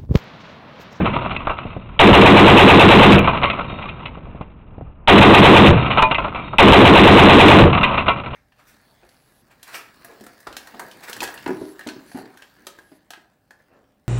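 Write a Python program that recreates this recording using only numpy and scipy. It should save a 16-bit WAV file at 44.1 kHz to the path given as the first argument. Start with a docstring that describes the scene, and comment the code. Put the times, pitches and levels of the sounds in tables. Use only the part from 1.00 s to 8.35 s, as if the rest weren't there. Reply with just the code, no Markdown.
"""The tail of an earlier burst is heard first; then a heavy machine gun on a vehicle turret fires three bursts.
Each shot is shaped noise: a bright crack, a boom in the steel turret and a deep thump, with clashes of the action.
The ground scatters the shots back as a rolling echo. Cases and belt links clatter on the roof, as short noise
contacts through steel resonances; a few cases ring as decaying sines. Dull knocks and a low wind lie beneath.
The firing overloads the microphone, which squashes it and makes it crackle."""
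import sys
import numpy as np
from scipy import signal
from scipy.fft import rfft, irfft
from scipy.io import wavfile
from scipy.ndimage import uniform_filter1d

SR = 44100
rng = np.random.default_rng(int(sys.argv[2]) if len(sys.argv) > 2 else 0)


def dump_mix(stems):
    """Bounce the given channels to the path in sys.argv[1] as a 16-bit WAV at rate SR."""
    frames = np.atleast_2d(stems).T  # one column per channel
    limited = np.clip(frames, -1, 1)  # hard clip at full scale
    pcm = np.round(limited * 32767).astype(np.int16)
    wavfile.write(sys.argv[1], SR, pcm)


N = 324135

# Only the shape of a spectrum matters: colour() sets its overall level.
# low rumble of air at the microphone: freq_hz, density_db (relative, per Hz)
WIND_SPECTRUM = [(12, -33.5), (20, -0.5), (37, -5), (54, -4), (150, -13), (348, -26.5), (1180, -30),
                 (1820, -45), (2730, -42.5), (4110, -80.5), (4500, -72.5), (5850, -115), (9900, -120)]
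# bright crack of each blast: freq_hz, density_db (relative, per Hz)
CRACK_SPECTRUM = [(60, 2.5), (300, -12.5), (480, 0), (680, 3), (1100, -0.5), (1350, -3.5), (1700, -6),
                  (2100, -6.5), (2700, -5.5), (3300, -14.5), (3900, -14), (5000, -14.5)]
# boom inside the turret: freq_hz, density_db (relative, per Hz)
BOOM_SPECTRUM = [(25, -46.5), (55, -28.5), (90, -6.5), (140, -6), (200, 0.5), (340, -1.5), (550, -8),
                 (800, -18), (1100, -10), (1600, -31), (2600, -20), (4000, -30.5)]
# deep end of each blast: freq_hz, density_db (relative, per Hz)
THUMP_SPECTRUM = [(25, -15), (55, -6), (85, 0.5), (115, -2.5), (160, -3.5), (230, -9), (400, -15.5),
                  (1000, -22), (4000, -44.5)]
# clash of the steel action: freq_hz, density_db (relative, per Hz)
BOLT_SPECTRUM = [(100, -23.5), (600, -17), (1100, -7.5), (1700, -17), (2600, -3.5), (3300, -12.5),
                 (4000, -18), (5000, -28.5)]
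# roll returned by the ground: freq_hz, density_db (relative, per Hz)
ECHO_SPECTRUM = [(30, -13.5), (70, -2.5), (130, 3), (220, -1), (350, -8.5), (700, -15.5), (1200, -29.5),
                 (1700, -24.5), (2600, -44), (4000, -49)]
# bump on the gun mount: freq_hz, density_db (relative, per Hz)
KNOCK_SPECTRUM = [(40, 0.5), (110, 12.5), (200, 5.5), (400, -0.5), (700, 0), (1100, -17), (1700, -26),
                  (4000, -46)]
# steel roof under falling brass, broad colour: freq_hz, density_db (relative, per Hz)
STEEL_SPECTRUM = [(100, -3), (400, -6.5), (620, -1), (1000, -1), (1320, 0), (1700, -15.5), (2050, -6.5),
                  (2600, -6), (3200, -11.5), (3900, -16), (5000, -11)]
# air resonances of the turret: centre_hz, width_hz, lift_db
TURRET_MODES = [(200.8, 8.3, 8), (248, 5.9, -3.5), (330.6, 6.7, 5), (419.6, 8, 3.5), (473.6, 10, 6),
                (552.3, 4.9, 8)]
# modes of the steel roof, before each landing varies them: centre_hz, width_hz, lift_db
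ROOF_MODES = [(574, 8.4, 7), (667, 47, 3.8), (938, 22, 7.8), (1022.6, 22, 8.1), (1120, 38, 6.5),
              (1284, 95, 5), (1541, 34, 7.5), (2020, 50, 4), (2390, 56, 7.1), (2620, 42, 6.5),
              (2798, 69, 8.3)]
# partials of an empty case, before slight detuning: pitch_hz, level_db (relative), t60_s
CASE_PARTIALS = [(2390, -7, .6), (3700, -1.5, 1), (3760, -3.5, 0.41), (4180, -5.5, .9)]
# loudest cases and links landing: start_s, level_db (relative), treble_db (relative), decay_s
CLANK_EVENTS = [(.057, -9, -7, 0.011), (.164, -12, -9, 0.0074), (.26, -14.5, -26, .007),
                (.307, -22, -3, 0.014), (.363, -26, 7.5, .005), (.471, -9.5, -15.5, .011),
                (.496, -11.5, -13, 0.019), (.583, -20.5, -6.5, 0.0088), (2.182, -3.5, 1, 0.008),
                (2.275, 1, -11, 0.0091), (2.433, -3, -2.5, 0.017), (2.5, -12, 2.5, 0.0072),
                (2.594, -16, -12, .012), (2.825, -26.5, 0.5, 0.0097), (2.888, -31, 4, .013),
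                (3.056, -29, 6, 0.016), (3.412, -29, -10, 0.011), (4.905, -13, 0, 0.023),
                (4.974, 1, -5.5, 0.02), (5.022, 11, -4, .009), (5.112, -5.5, -3, 0.0097),
                (5.146, -20.5, 12.5, 0.0086), (5.183, -11, -6, 0.017), (5.246, -13.5, -14, 0.019),
                (5.347, -20, -6, 0.036), (5.531, -18, -21, 0.014), (6.831, 2.5, 1.5, .009),
                (6.894, -16, -15, 0.047), (6.978, -6, -2, 0.011), (7.082, -1, -4, 0.014)]
# dull knocks on the mount: start_s, level_db (relative)
KNOCK_EVENTS = [(0.653, -17.5), (0.765, -17), (2.727, -20.5), (3.174, -25.5), (3.267, -28.5), (3.348, -24),
                (3.41, -18.5), (3.781, -25), (3.81, -21.5)]
# cases that bounce free and ring: start_s, level_db (relative)
RING_EVENTS = [(.654, -52), (2.678, -40.5), (4.779, -36), (5.437, -44.5)]
# a sharp tick just after the first of the three bursts: start_s, level_db (relative)
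TICK_EVENTS = [(2.1926, -19)]
# bursts of fire: first_round_s, rounds (count), crack_db, boom_db, loose_brass_db (levels relative)
BURST_TABLE = [(-.205, 1, -10, 3, -1.5), (.992, 10, 3.5, 1.5, 0), (4.075, 5, 2, 1.5, 1),
               (5.584, 9, 4, 2, 3.5)]

BAND_HZ, CLOCK_HZ, EDGE_HZ = 4050, 8000, 15900  # converter band, whine pitch, final treble edge
# the gun gathers speed: waits between rounds start longer and shrink to a steady cycle
CYCLE_S, FIRST_LAG_S, LAG_ROUNDS = .1086, .029, 1.8
# the belt drags unevenly, so each wait is a little off
CYCLE_JITTER_S = .0012
# the crack grows through a burst, and no two rounds are quite alike
BUILD_DB_PER_S, ROUND_SPREAD_DB = 4.5, 1.5
# loose brass keeps coming down for a moment after the last round, then settles
FALL_S, SETTLE_DB_PER_S = 0.23, 26


def amp(db):
    """Decibels to gain."""
    return 10 ** (np.asarray(db) / 20)


def unit(x):
    """Scales to rms 1."""
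    return x / np.sqrt(np.mean(x ** 2) + 1e-20)


def add(mix, start_s, sound):
    """Mixes a sound in at a start time, trimming whatever falls outside the scene."""
    start = round(start_s * SR)
    sound = sound[max(-start, 0):]
    part = mix[max(start, 0):][:len(sound)]
    part += sound[:len(part)]


def cut(x, hz, kind, order=2):
    """Gentle low-pass or high-pass."""
    return signal.sosfilt(signal.butter(order, hz, kind, fs=SR, output="sos"), x)


def wall(x, hz, size):
    """Steep low-pass."""
    return signal.oaconvolve(x, signal.firwin(size, hz, window=("kaiser", 8), fs=SR), "same")


def colour(x, spectrum, modes=(), size=8192):
    """Causal filter of unit energy: a broad spectrum with resonant peaks on top."""
    hz = np.fft.rfftfreq(size, 1 / SR)
    f, db = np.transpose(spectrum)
    db = np.interp(np.log(hz + 1), np.log(f), db)
    for centre, width, lift in modes:
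        db = db + lift / (1 + (2 * (hz - centre) / width) ** 2)
    log_gain = np.log(amp(np.r_[db, db[-2:0:-1]]))
    # minimum phase: the response speaks at once, with no pre-echo
    spectrum_full = np.exp(np.conj(signal.hilbert(log_gain)))
    response = irfft(spectrum_full[:len(hz)])[:size // 2]
    return signal.fftconvolve(x, response / np.linalg.norm(response))[:len(x)]


def noise(count, spectrum, modes=()):
    """Steady coloured noise of rms 1."""
    lead = 2048  # samples dropped while the filter fills
    return unit(colour(rng.standard_normal(count + lead), spectrum, modes)[lead:])


def waver(count, hz):
    """Smooth random movement of rms 1, up to about hz."""
    return unit(cut(rng.standard_normal(count), hz, "low"))


def swell(t, peak_s, spread_s):
    """A smooth rise and fall that starts from silence."""
    return np.exp(-((t - peak_s) / spread_s) ** 2 / 2) * (1 - np.exp(-(t / 0.048) ** 2))


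def scatter(envelope, count=4):
    """A dense train of reflections under an envelope, close to even in frequency."""
    x = rng.standard_normal(len(envelope)) * envelope
    for _ in range(count):
        # flatten the spectrum, then restore the envelope
        x = irfft(np.exp(1j * np.angle(rfft(x))), len(x))
        x = x * envelope / np.sqrt(abs(uniform_filter1d(x ** 2, size=300)) + 1e-14)
    return x


def rounds():
    """Times every round from the gun's cycle, as rows of start_s, crack_db, boom_db."""
    rows = []
    for start, count, crack_db, boom_db, _ in BURST_TABLE:
        lag = np.maximum(1 - np.arange(round(count) - 1) / LAG_ROUNDS, 0)
        waits = CYCLE_S + FIRST_LAG_S * lag
        age = np.r_[0, np.cumsum(waits + CYCLE_JITTER_S * rng.standard_normal(len(waits)))]
        crack_spread, boom_spread = ROUND_SPREAD_DB * rng.standard_normal((len(age), 2)).T
        build = BUILD_DB_PER_S * (age - age.mean())
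        rows += zip(start + age, crack_db + build + crack_spread, boom_db + boom_spread)
    return rows


def unrest(shots):
    """How lively the loose brass is, in dB: full while the gun fires, dying away after the latest round."""
    t, fired, bursts = np.arange(N) / SR, np.array(shots)[:, 0], np.array(BURST_TABLE)
    age = t - fired[np.searchsorted(fired, t) - 1]
    brass_db = bursts[np.searchsorted(bursts[:, 0], t) - 1, -1]
    return brass_db - SETTLE_DB_PER_S * np.maximum(age - FALL_S, 0)


def wind(level_db=-39.5, gust_db=3):
    """A low, lumpy rumble of air at the microphone: coloured noise with a slowly wandering level."""
    return amp(level_db + gust_db * waver(N, 5.8)) * noise(N, WIND_SPECTRUM)


def knocks(level_db=-3, decay_s=0.0108):
    """Dull bumps of the gun mount: short dying noise with a low colour."""
    t, out = np.arange(8192) / SR, np.zeros(N)
    for start, db in KNOCK_EVENTS:
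        bump = colour(scatter(np.exp(-t / decay_s)), KNOCK_SPECTRUM)
        add(out, start, amp(db + level_db) * bump)
    return out


def rattle(shots, level_db=-19, per_s=160, decay_s=0.0047):
    """Many small random contacts of loose links on the roof, over a thin steady hiss of contact."""
    strength = amp(2 * np.minimum(rng.exponential(1, N), 3))
    hits = (rng.random(N) < per_s / SR) * strength
    contact = signal.lfilter([1], [1, -np.exp(-1 / (decay_s * SR))], hits ** 2)
    links = colour(np.sqrt(contact + 0.087) * rng.standard_normal(N), STEEL_SPECTRUM, ROOF_MODES)
    return unit(links) * amp(level_db + unrest(shots))


def clank(bright_db, decay_s, chatter_s=0.0031, strike=7, grain_db=2.5, spot_db=2, detune=0.033):
    """A case chatters on the roof for a few milliseconds and shakes the plate."""
    t = np.arange(16384) / SR
    dying = np.exp(-np.maximum(t - chatter_s, 0) / max(decay_s, .002))
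    bounces = dying * amp(grain_db * waver(len(t), 271))
    # graininess must not change the energy of the landing
    contact = scatter(bounces * np.linalg.norm(dying) / np.linalg.norm(bounces), count=2)
    contact[0] += strike
    # each landing spot favours other modes of the plate
    modes = [(hz * (1 + detune * rng.standard_normal()), width, lift + spot_db * rng.standard_normal())
             for hz, width, lift in ROOF_MODES]
    plate = colour(contact, STEEL_SPECTRUM, modes)
    body = wall(plate, 1750, size=201)
    return body + amp(bright_db) * (plate - body)


def rebounds(shots, level_db=-15, spread_db=2.0, treble_db=-2, treble_spread_db=3.0, decay_s=0.009, count=4):
    """Each round's case hops a few more times at uneven intervals, softer as the brass settles."""
    out, lively_db = np.zeros(N), unrest(shots)
    shortest_hop_s, longest_hop_s = .18, .36
    for fired, _, _ in shots:
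        times = fired + np.cumsum(rng.uniform(shortest_hop_s, longest_hop_s, count))
        for start, (force, edge) in zip(times, rng.standard_normal((count, 2))):
            settled_db = lively_db[int(np.clip(start * SR, 0, N - 1))]
            db = level_db + spread_db * force + settled_db
            add(out, start, amp(db) * clank(treble_db + treble_spread_db * edge, decay_s))
    return out


def clanks(level_db=-1, treble_db=5):
    """The hardest landings, each shaking the roof plate with its own brightness and decay."""
    out = np.zeros(N)
    for start, db, bright_db, decay in CLANK_EVENTS:
        add(out, start, amp(db + level_db) * clank(bright_db + treble_db, decay))
    return out


def brass(level_db=0, attack_s=.003):
    """An empty case that bounces clear rings on thinly, its partials each slightly detuned."""
    t, out = np.arange(SR) / SR, np.zeros(N)
    for start, db in RING_EVENTS:
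        ring = np.zeros(len(t))
        for hz, partial_db, t60 in CASE_PARTIALS:
            pitch_hz = hz * (1 + .002 * rng.standard_normal())
            ring += amp(partial_db - 60 * t / t60) * np.sin(2 * np.pi * pitch_hz * t)
        add(out, start, amp(db + level_db) * ring * (1 - np.exp(-t / attack_s)))
    return out


def echo(shots, near_db=-5, near_t60_s=0.78, far_db=-29, far_t60_s=3.86):
    """The ground scatters each shot back: a quick near tail and a long far roll, summed in power."""
    t, power = np.arange(N) / SR, np.zeros(N)
    for start, _, level in shots:
        age = np.maximum(t - start - .06, 0)
        near = amp(near_db - 60 * age / near_t60_s) ** 2
        far = amp(far_db - 60 * age / far_t60_s) ** 2
        power += amp(level) ** 2 * (near + far) * np.minimum(age / 0.02, 1)
    return np.sqrt(power) * noise(N, ECHO_SPECTRUM)


def bolt(shots, close_db=-5, close_decay_s=0.027, recoil_db=12, recoil_delay_s=0.011, recoil_decay_s=0.011,
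         feed_db=1, feed_delay_s=.095, feed_decay_s=0.02, play_s=0.013, grain_db=3):
    """The action clashes three times a round: closing, recoiling and, less evenly, feeding the belt."""
    t, drive = np.arange(SR // 5) / SR, np.zeros(N)
    for start, level, _ in shots:
        feed_s = feed_delay_s + play_s * rng.standard_normal()
        clashes = [(0, close_db, close_decay_s),
                   (recoil_delay_s, recoil_db, recoil_decay_s),
                   (feed_s, feed_db, feed_decay_s)]
        for delay, db, decay in clashes:
            add(drive, start + delay, amp(db + level) * np.exp(-t / decay))
    # steel parts bounce as they meet, so each clash is grainy
    grain = amp(grain_db * waver(N, 140))
    return colour(drive * grain * rng.standard_normal(N), BOLT_SPECTRUM)


def gun(shots, crack_db=15, crack_decay_s=0.02597, blast_delay_s=.006,
        boom_db=13.0, boom_peak_s=0.0714, boom_spread_s=0.0321,
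        thump_db=4, thump_peak_s=.13, thump_spread_s=0.022,
        shield_hz=900, shield_db=24, shield_decay_s=0.0037, fresh=0.39):
    """Each round: the blast cracks and rings the shield, booms round the turret, and ends in a deep thump."""
    t = np.arange(16384) / SR
    ring = amp(shield_db) * np.exp(-t / shield_decay_s) * np.sin(2 * np.pi * shield_hz * t)
    shapes = [np.exp(-t / crack_decay_s),
              swell(t, boom_peak_s, boom_spread_s),
              swell(t, thump_peak_s, thump_spread_s)]
    # gun and turret stay put, so every blast takes the same paths; only a share is new each time
    paths = [scatter(shape) for shape in shapes]
    crack, shield, boom, thump = np.zeros((4, N))
    for start, crack_level, boom_level in shots:
        early, middle, late = [path + fresh * shape * rng.standard_normal(len(t))
                               for path, shape in zip(paths, shapes)]
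        blast = start + blast_delay_s
        add(crack, blast, amp(crack_db + crack_level) * early)
        add(shield, blast, amp(crack_level) * ring)
        add(boom, blast, amp(boom_db + boom_level) * middle)
        add(thump, blast, amp(thump_db + boom_level) * late)
    bright = colour(crack, CRACK_SPECTRUM) + shield
    deep = colour(boom, BOOM_SPECTRUM, TURRET_MODES) + colour(thump, THUMP_SPECTRUM)
    return bright + deep


def scene():
    """Gun, echo and falling brass over a low rumble of wind."""
    shots = rounds()
    falling = clanks() + rebounds(shots) + rattle(shots) + brass()
    firing = gun(shots) + bolt(shots) + echo(shots)
    return (wind() + knocks() + falling + firing)[None]


def record(dry, ceiling=0.61, coupling_hz=12, rail=0.69, sag=0.58, sag_hz=35, tick_db=0):
    """The microphone stage saturates; the narrow-band converter's overshoots clip again and crackle."""
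    squared = ceiling * np.tanh(dry[0] / ceiling)
    # held against its lower limit, the stage gives way within a few milliseconds
    pinned = 1. * (dry[0] < -2 * ceiling)
    squared = squared + sag * cut(pinned, sag_hz, "low", order=1)
    narrow = wall(cut(squared, coupling_hz, "high", order=1), BAND_HZ, size=221)
    # the limit wavers, so the crackle comes and goes
    limit = rail + .022 * waver(N, 200)
    clipped = np.clip(narrow, -limit, limit)
    for start, db in TICK_EVENTS:
        tick = rng.standard_normal(200) * np.exp(-np.arange(200) / 30)
        add(clipped, start, amp(db + tick_db) * tick)
    # a faint thin whine sounds while the overload lasts
    overload = uniform_filter1d(1. * (abs(dry[0]) > 2 * ceiling), size=1000) ** 2
    whine = amp(-50) * overload * np.sin(2 * np.pi * CLOCK_HZ * np.arange(N) / SR)
    fade_in = np.sin(np.pi / 2 * np.minimum(np.arange(N) / 150, 1)) ** 2
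    return wall(fade_in * (clipped + whine), EDGE_HZ, size=511)[None]


dry = scene()
out = record(dry)
dump_mix(out)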